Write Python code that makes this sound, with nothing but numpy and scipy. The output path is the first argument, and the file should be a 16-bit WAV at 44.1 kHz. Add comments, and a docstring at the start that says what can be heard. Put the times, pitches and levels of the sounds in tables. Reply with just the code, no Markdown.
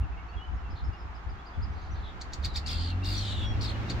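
"""A small bird in tall dry grass gives sharp chips and harsh buzzes. Each buzz is frequency modulation: one
whistle swept up and down some seventy times a second, coloured by the resonance of the throat and scattered by
the grass. Thin low peeps lead into and out of each buzz. Other birds chip and whistle far off across the
meadow. Behind them lie a steady hush, the rumble of wind on the microphone, and a distant engine that speeds up
and draws nearer."""
import sys
import numpy as np
from scipy import signal
from scipy.fft import rfft, irfft
from scipy.io import wavfile
from scipy.ndimage import uniform_filter1d

SR = 44100
rng = np.random.default_rng(int(sys.argv[2]) if len(sys.argv) > 2 else 0)


def bounce(signal):
    """Save signal as a 16-bit WAV file at the path given by the first command-line argument."""
    frames = np.transpose(np.atleast_2d(signal))
    limited = np.clip(frames, -1, 1)
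    pcm = np.round(limited * 32767).astype(np.int16)
    wavfile.write(sys.argv[1], SR, pcm)


N = 176400
T = np.arange(N) / SR
FREQS = np.arange(N // 2 + 1) * SR / N
SIDES = np.array([[1], [-1]])  # left, right
JITTER_HZ, FLUTTER_DB = 900, 2.2  # birdsong: bandwidth of pitch jitter, spread of level flutter


def from_db(db):
    """Amplitude ratio: tenfold for every 20 dB."""
    return 10 ** (np.asarray(db) / 20)

def rms_one(x):
    """Normalisation to unit mean power."""
    return x / np.sqrt(np.mean(x ** 2) + 1e-20)

def in_time(rows):
    """Linear interpolation in time of each column after the first."""
    times, *columns = np.transpose(rows)
    return [np.interp(T, times, column) for column in columns]

def in_frequency(points):
    """Interpolation of a spectrum on a logarithmic frequency axis."""
    hz, value = np.transpose(points)
    return np.interp(np.log(FREQS + 1), np.log(hz), value)

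def during(rows):
    """Trapezoidal window over a curve's span, with 3.6 ms ramps."""
    return np.clip(np.minimum(T - rows[0][0], rows[-1][0] - T) / 0.0036, 0, 1)

def drift(bandwidth_hz):
    """Random modulation: low-pass Gaussian noise of unit rms."""
    return rms_one(irfft(rfft(rng.standard_normal(N)) / (1 + (FREQS / bandwidth_hz) ** 2), N))

def phase_of(hz):
    """Phase is the time integral of angular frequency."""
    return 2 * np.pi * np.cumsum(hz) / SR

def air_noise(spectrum):
    """Partial coherence: coloured stereo noise of unit rms, alike in the bass, unrelated in the treble."""
    # likeness of left and right: (frequency [Hz], correlation [-1 to 1])
    correlation = [(30, 0.018), (120, 0.66), (300, 0.83), (600, 0.68), (1000, -0.041), (1600, 0.11),
                   (2600, -0.069), (5000, -0.036), (12000, -0.076)]
    alike = in_frequency(correlation)
    mid, side = rfft(rng.standard_normal((2, N)))
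    stereo = np.sqrt(1 + alike) * mid + np.sqrt(1 - alike) * side * SIDES
    band_limits = 1 / (1 + (FREQS / (2 * spectrum[-1][0])) ** 4) * FREQS / (FREQS + 10)
    return rms_one(irfft(band_limits * from_db(in_frequency(spectrum)) * stereo, N))

def scatter(x, t60_s):
    """Scattering by stems and ground: convolution with decaying echoes, different at each ear."""
    t = T[:SR]
    echoes = rng.standard_normal((2, SR)) * from_db(-60 * t / t60_s) * (1 - np.exp(-t / 0.001))
    echoes /= np.sqrt(np.sum(echoes ** 2, axis=1, keepdims=True))
    return signal.fftconvolve(np.atleast_2d(x), echoes, axes=1)[:, :N]

def hush():
    """Stationary noise: the far hush of open country, slightly to the right."""
    # hush spectrum: (frequency [Hz], relative density [dB])
    spectrum = [(88, -26), (150, -6.5), (182, -12.5), (396, -8), (572, -18), (722, -4.5), (1340, -6),
                (2360, -17.5), (3220, -23), (3690, -26.5), (6470, -36.5), (7410, -41), (8830, -65.5),
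                (12000, -48.5), (15500, -63.5)]
    return from_db(-48.5 - .5 * SIDES) * air_noise(spectrum)

def wind():
    """Turbulence on the microphone: low-frequency noise, amplitude-modulated by gusts."""
    # gust envelope: (time [s], relative level [dB])
    gusts = [(0.0, -25.5), (0.3, -50), (0.37, -29), (0.43, -50.5), (0.54, -29), (0.67, -40), (0.73, -23.5),
             (0.76, -43), (0.88, -24), (0.96, -47), (1.07, -37), (1.22, -49.5), (1.27, -33.5), (1.54, -56),
             (1.58, -27.5), (1.75, -32.5), (1.8, -43), (1.94, -31), (2.24, -45), (2.47, -28), (2.49, -32.5),
             (2.91, -38.5), (3.49, -30), (3.62, -25.5), (3.75, -35.5), (4.0, -31)]
    # rumble spectrum: (frequency [Hz], relative density [dB])
    spectrum = [(20, -8), (35, -8.5), (55, 2), (75, 1), (105, -10), (150, -23), (250, -29), (500, -44.5)]
    gain_db, lump_db = -1.5, 1.5
    return from_db(gain_db + in_time(gusts)[0] + lump_db * drift(14)) * air_noise(spectrum)

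def vehicle():
    """Engine orders, multiples of half the firing rate, rise together while tyre noise swells."""
    # engine speed: (time [s], firing rate [Hz])
    firing = [(2.2, 58), (2.53, 67), (2.66, 76), (2.85, 86), (3.11, 98), (3.35, 102.5), (3.6, 106),
              (3.8, 111), (4.0, 119)]
    # engine envelope: (time [s], level [dB])
    engine_level = [(2.2, -49.5), (2.55, -43.5), (2.8, -35.5), (3.1, -36), (3.35, -41), (3.6, -39),
                    (3.8, -41), (4.0, -38.5)]
    # engine orders: (multiple of the firing rate [ratio], relative level [dB])
    orders = [(.5, -5), (1, 2.5), (1.5, -17.5), (2, -13), (2.5, -19), (3, -16), (3.5, -23)]
    # tyre and road noise envelope: (time [s], level [dB])
    road_level = [(0, -65), (1.4, -57), (2.2, -51.5), (2.8, -48), (3.4, -44), (3.75, -40.5), (4.0, -39.5)]
    # tyre and road noise spectrum: (frequency [Hz], relative density [dB])
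    road_spectrum = [(40, -15.5), (110, -7), (180, 1), (280, -2.5), (400, -10), (600, -10), (1200, -12),
                     (2200, -16), (4000, -23.5), (7000, -36), (10000, -55.5), (15000, -47.5)]
    phase = phase_of(in_time(firing)[0] * (1 + .004 * drift(6.37)))
    note = 0
    for order, db in orders:
        flicker_db = (1.25 if order == 1 else 2.5) * drift(3)
        note += from_db(db + flicker_db) * np.sin(order * phase + rng.uniform(0, 2 * np.pi))
    road = from_db(in_time(road_level)[0]) * air_noise(road_spectrum)
    return np.sqrt(2) * from_db(in_time(engine_level)[0]) * note + road

def faint_calls():
    """Frequency-modulated tones, blurred by reverberation: chips, trills and a long falling whistle from far
    off, and thin low peeps leading into and out of the near bird's buzzes."""
    # arched chips: (centre time [s], top pitch [Hz], peak level [dB])
    arches = [(.035, 2780, -54), (0.138, 2660, -55.5), (0.187, 2830, -55), (.295, 2690, -58),
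              (0.342, 2840, -53.5), (0.594, 3030, -61), (0.716, 5210, -58.5), (0.854, 5320, -58.5),
              (.94, 5100, -65), (1.011, 5160, -61), (1.16, 5140, -60), (1.305, 5010, -61),
              (1.399, 3440, -61), (1.473, 4950, -54), (1.549, 3510, -61), (1.635, 5060, -52),
              (1.734, 5970, -70), (1.83, 6550, -66), (1.924, 6090, -60)]
    # whistles and trills, with thin low peeps around the near bird's buzzes: (onset [s], length [s], # first
    # pitch [Hz], last pitch [Hz], peak level [dB], trill depth [Hz])
    notes = [(.17, 0.05, 2200, 2220, -54.5, -4), (0.284, 0.028, 4440, 4500, -62, 0),
             (0.365, 0.032, 3335, 3250, -52, -4), (0.389, 0.081, 2860, 3080, -50, -3),
             (0.53, 0.045, 6550, 6480, -73, 2), (0.558, 0.05, 5370, 5330, -70, -3),
             (0.627, 0.082, 2800, 2580, -59.5, -2), (0.752, .065, 4150, 3750, -54.5, 400),
             (.925, 0.038, 2820, 2800, -54, -4), (0.962, 0.082, 5320, 5300, -65, 5),
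             (1.725, 0.18, 4440, 4300, -62, 444), (1.935, 0.079, 4430, 3650, -58.5, 449),
             (2.023, 0.095, 3790, 3350, -50.5, 266), (2.468, 0.075, 4220, 3750, -51, 142),
             (2.632, 0.04, 2730, 2760, -55.5, -2), (2.721, 0.035, 2820, 2650, -47.5, 2),
             (2.907, 0.029, 2790, 2686, -47.5, 5), (3.019, 0.034, 2650, 2900, -46.5, 0),
             (3.07, 0.048, 2810, 2740, -47.5, -1), (3.44, 0.096, 5620, 5600, -56.5, -5),
             (3.523, 0.043, 2760, 2700, -53, 0), (3.741, 0.028, 2930, 2900, -49, 19),
             (3.857, 0.028, 2750, 2820, -53, -4)]
    # falling whistle: (time [s], pitch [Hz], level [dB])
    falling = [(3.155, 5800, -60), (3.18, 5850, -40), (3.215, 5420, -63), (3.27, 4750, -48),
               (3.31, 4250, -49), (3.38, 3560, -47), (3.44, 3356, -40.5), (3.515, 3304, -46),
               (3.545, 3300, -66)]
    chip_s, trills_per_s = .044, 57
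    song, waver, jitter = np.zeros(N), 1 + .0031 * drift(210), drift(JITTER_HZ)
    for centre, top_hz, db in arches:
        span = np.abs(T - centre) < chip_s / 2
        offset = 2 * (T[span] - centre) / chip_s
        hz = top_hz * (1 - .22 * offset ** 2 + .015 * jitter[span])
        song[span] += from_db(db) * np.cos(np.pi / 2 * offset) * np.sin(phase_of(hz))
    for onset, length, first_hz, last_hz, db, trill_hz in notes:
        span = (T > onset) & (T < onset + length)
        progress = (T[span] - onset) / length
        trill = np.sin(2 * np.pi * trills_per_s * length * progress) + .6 * jitter[span]
        hz = first_hz + (last_hz - first_hz) * progress + trill_hz * trill
        envelope = from_db(db) * np.sqrt(np.abs(np.sin(np.pi * progress)))
        song[span] += envelope * np.sin(phase_of(hz * waver[span]))
    hz, db = in_time(falling)
    song += from_db(db) * during(falling) * np.sin(phase_of(hz * waver))
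    return song + from_db(-3.5) * scatter(song, t60_s=.26)

def throat(source):
    """Source-filter model: the throat resonates, the bill damps the treble; the rms is then held near 1."""
    centre_hz, width_hz, throat_leak = 4650, 900, .7
    bill_cut_hz, bill_leak = 5050, .25
    radius = np.exp(-np.pi * width_hz / SR)
    feedback = [1, -2 * radius * np.cos(2 * np.pi * centre_hz / SR), radius ** 2]
    resonance = signal.lfilter(np.array([1, 0, -1]) * (1 - radius ** 2) / 2, feedback, source)
    bill = bill_leak + (1 - bill_leak) / (1 + (FREQS / bill_cut_hz) ** 20)
    voice = irfft(rfft(throat_leak * source + resonance) * bill, N)
    power = np.abs(uniform_filter1d(voice ** 2, size=900))
    return voice / np.sqrt(power + 1e-9)

def air_leak(envelope, db):
    """Power law for the rasp's amplitude: harder notes leak disproportionately more air."""
    reference_db, growth = -43, .75
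    return from_db(db) * envelope * (envelope / from_db(reference_db)) ** growth

def chips():
    """Pitch arches with period doubling. Returns the tone and the envelopes of rasp and hiss."""
    # near chips: (apex time [s], length [s], top pitch [Hz], tone level [dB], relative overtone [dB],
    # relative rasp [dB], hiss level [dB], pitch jitter [fraction])
    calls = [(2.217, 0.015, 4850, -44.5, -5.5, -17, -84, 0.1),
             (2.339, 0.018, 4860, -43, -2.5, -16.5, -64, 0.07),
             (2.45, .025, 4900, -35, -14, -19, -56.5, .05),
             (2.566, .029, 5054, -33, -13.5, -24.5, -56.5, 0.09),
             (3.905, 0.027, 4700, -38.5, -13, -15, -69, 0.06)]
    rise_share, pitch_drop, undertone_db = .44, .25, -15.5
    tone, rasp, hiss = 0, 0, 0
    jitter, flutter = drift(JITTER_HZ), from_db(FLUTTER_DB * drift(300))
    for apex, length, top_hz, db, overtone_db, rasp_db, hiss_db, roughness in calls:
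        offset = np.abs(T - apex) / (length * np.where(T < apex, rise_share, 1 - rise_share))
        arch = 1 - pitch_drop * offset ** 2 * np.exp(1 - offset ** 2)
        phase = phase_of(top_hz * arch * (1 + roughness * jitter))
        partials = from_db(undertone_db) * np.sin(phase / 2) + from_db(overtone_db) * np.sin(1.5 * phase)
        shape = np.exp(-np.minimum(offset, 20) ** 1.4) * flutter
        tone += from_db(db) * shape * (throat(np.sin(phase)) + np.sqrt(2) * partials)
        rasp += air_leak(from_db(db) * shape, rasp_db)
        hiss += from_db(hiss_db) * shape
    return tone, rasp, hiss

def buzzes():
    """Frequency modulation, slow up and fast down. Returns the tone, its octave and the rasp envelope."""
    # sweep range, a curve per buzz: (time [s], top [Hz], bottom [Hz], sweep rate [1/s])
    sweeps = [
        [(2.659, 7400, 4170, 55), (2.70, 5710, 3200, 68), (2.745, 4840, 3260, 72), (2.80, 4780, 3020, 80),
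         (2.86, 4750, 2916, 79), (2.935, 4170, 2850, 58)],
        [(3.033, 6530, 3700, 61), (3.06, 4996, 3500, 64), (3.11, 4910, 3610, 81), (3.16, 4650, 3267, 73),
         (3.24, 4094, 3016, 68), (3.47, 3655, 2723, 76)],
        [(3.608, 6720, 4220, 79), (3.64, 5500, 3810, 64), (3.665, 4560, 3580, 62), (3.74, 4060, 2945, 50)],
    ]
    # envelope, a curve per buzz: (time [s], relative level [dB])
    efforts = [
        [(2.65, -72), (2.664, -38.5), (2.678, -39), (2.706, -40), (2.712, -38.5), (2.768, -44), (2.81, -43),
         (2.912, -45.5), (2.945, -73)],
        [(3.025, -63), (3.047, -42), (3.157, -39.5), (3.241, -42.5), (3.323, -41.5), (3.345, -45.5),
         (3.445, -46), (3.47, -56)],
        [(3.6, -66), (3.612, -41), (3.66, -40.5), (3.666, -44.5), (3.704, -41.5), (3.745, -63)],
    ]
    # timbre, a row per buzz: (relative octave [dB], relative rasp [dB])
    colours = [(-23, -14), (-13, -14), (-30, -14)]
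    rise_share, trough_db, gain_db = .7, -3.5, -.5
    tone, octave, rasp, jitter = 0, 0, 0, drift(JITTER_HZ)
    for sweep, effort, (octave_db, rasp_db) in zip(sweeps, efforts, colours):
        top, bottom, rate = in_time(sweep)
        cycle = np.cumsum(rate * (1 + .04 * drift(80)) * (T >= sweep[0][0])) / SR % 1
        ramp = np.interp(cycle, [0, rise_share, 1], [0, 1, 0])
        height = np.sin(np.pi / 2 * ramp ** 1.2) ** 2  # rounds the turning points
        hz = bottom + (top - bottom) * height * (1 + .07 * drift(128))
        phase = phase_of(hz * (1 + .03 * jitter))
        pulse = from_db(trough_db * (2 - height) + FLUTTER_DB * drift(200))
        envelope = from_db(gain_db + in_time(effort)[0]) * during(effort)
        tone += envelope * throat(pulse * np.sin(phase))
        octave += envelope * pulse * np.sin(2 * phase) * from_db(octave_db) / (1 + (hz / 4500) ** 20)
        rasp += air_leak(envelope, rasp_db)
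    return tone, octave, rasp

def near_bird():
    """Direct and scattered sound: chips and buzzes with airy rasp and hiss, echoed by grass and field."""
    # rasp spectrum: (frequency [Hz], relative density [dB])
    rasp_spectrum = [(800, -1.5), (2300, 7.5), (4500, 7), (5800, -1.5), (7300, 0), (8700, -4),
                     (9800, -20.5), (15500, -32)]
    # hiss spectrum: (frequency [Hz], relative density [dB])
    hiss_spectrum = [(7000, -32), (9500, -2), (11500, -1), (13000, -3), (15000, 1), (16000, 0.5)]
    # hiss envelope, a curve per buzz: (time [s], relative level [dB])
    hiss_levels = [
        [(2.65, -89), (2.672, -69), (2.716, -64), (2.776, -79), (2.945, -83)],
        [(3.025, -84), (3.051, -67), (3.105, -63), (3.279, -77), (3.47, -81)],
        [(3.6, -82), (3.626, -71), (3.648, -69), (3.666, -79), (3.745, -82)],
    ]
    left_lag_s, tone_pan_db, treble_pan_db = .00002, -.2, 1.5
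    chip, chip_rasp, chip_hiss = chips()
    buzz, octave, buzz_rasp = buzzes()
    buzz_hiss = sum(from_db(5.5 + in_time(curve)[0]) * during(curve) for curve in hiss_levels)
    tone = chip + buzz
    rasp = 2 * (chip_rasp + buzz_rasp) * air_noise(rasp_spectrum)
    hiss = (chip_hiss + buzz_hiss) * air_noise(hiss_spectrum)
    direct = np.array([np.interp(T - left_lag_s, T, tone), tone]) * from_db(tone_pan_db * SIDES)
    direct += (octave + rasp) * from_db(treble_pan_db * SIDES) + hiss
    grass = from_db(-3.5) * scatter(direct, t60_s=.087)
    field = from_db(-13) * scatter(direct, t60_s=.25)
    return direct + grass + field

def scene():
    """Superposition: the pressures of independent sources add."""
    return near_bird() + faint_calls() + vehicle() + wind() + hush()

def record(dry):
    """An elliptic low-pass filter cuts the highest treble steeply."""
    cutoff_hz = 15750
    return signal.sosfilt(signal.ellip(12, .1, 80, cutoff_hz, fs=SR, output="sos"), dry)


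dry = scene()
out = record(dry)
bounce(out)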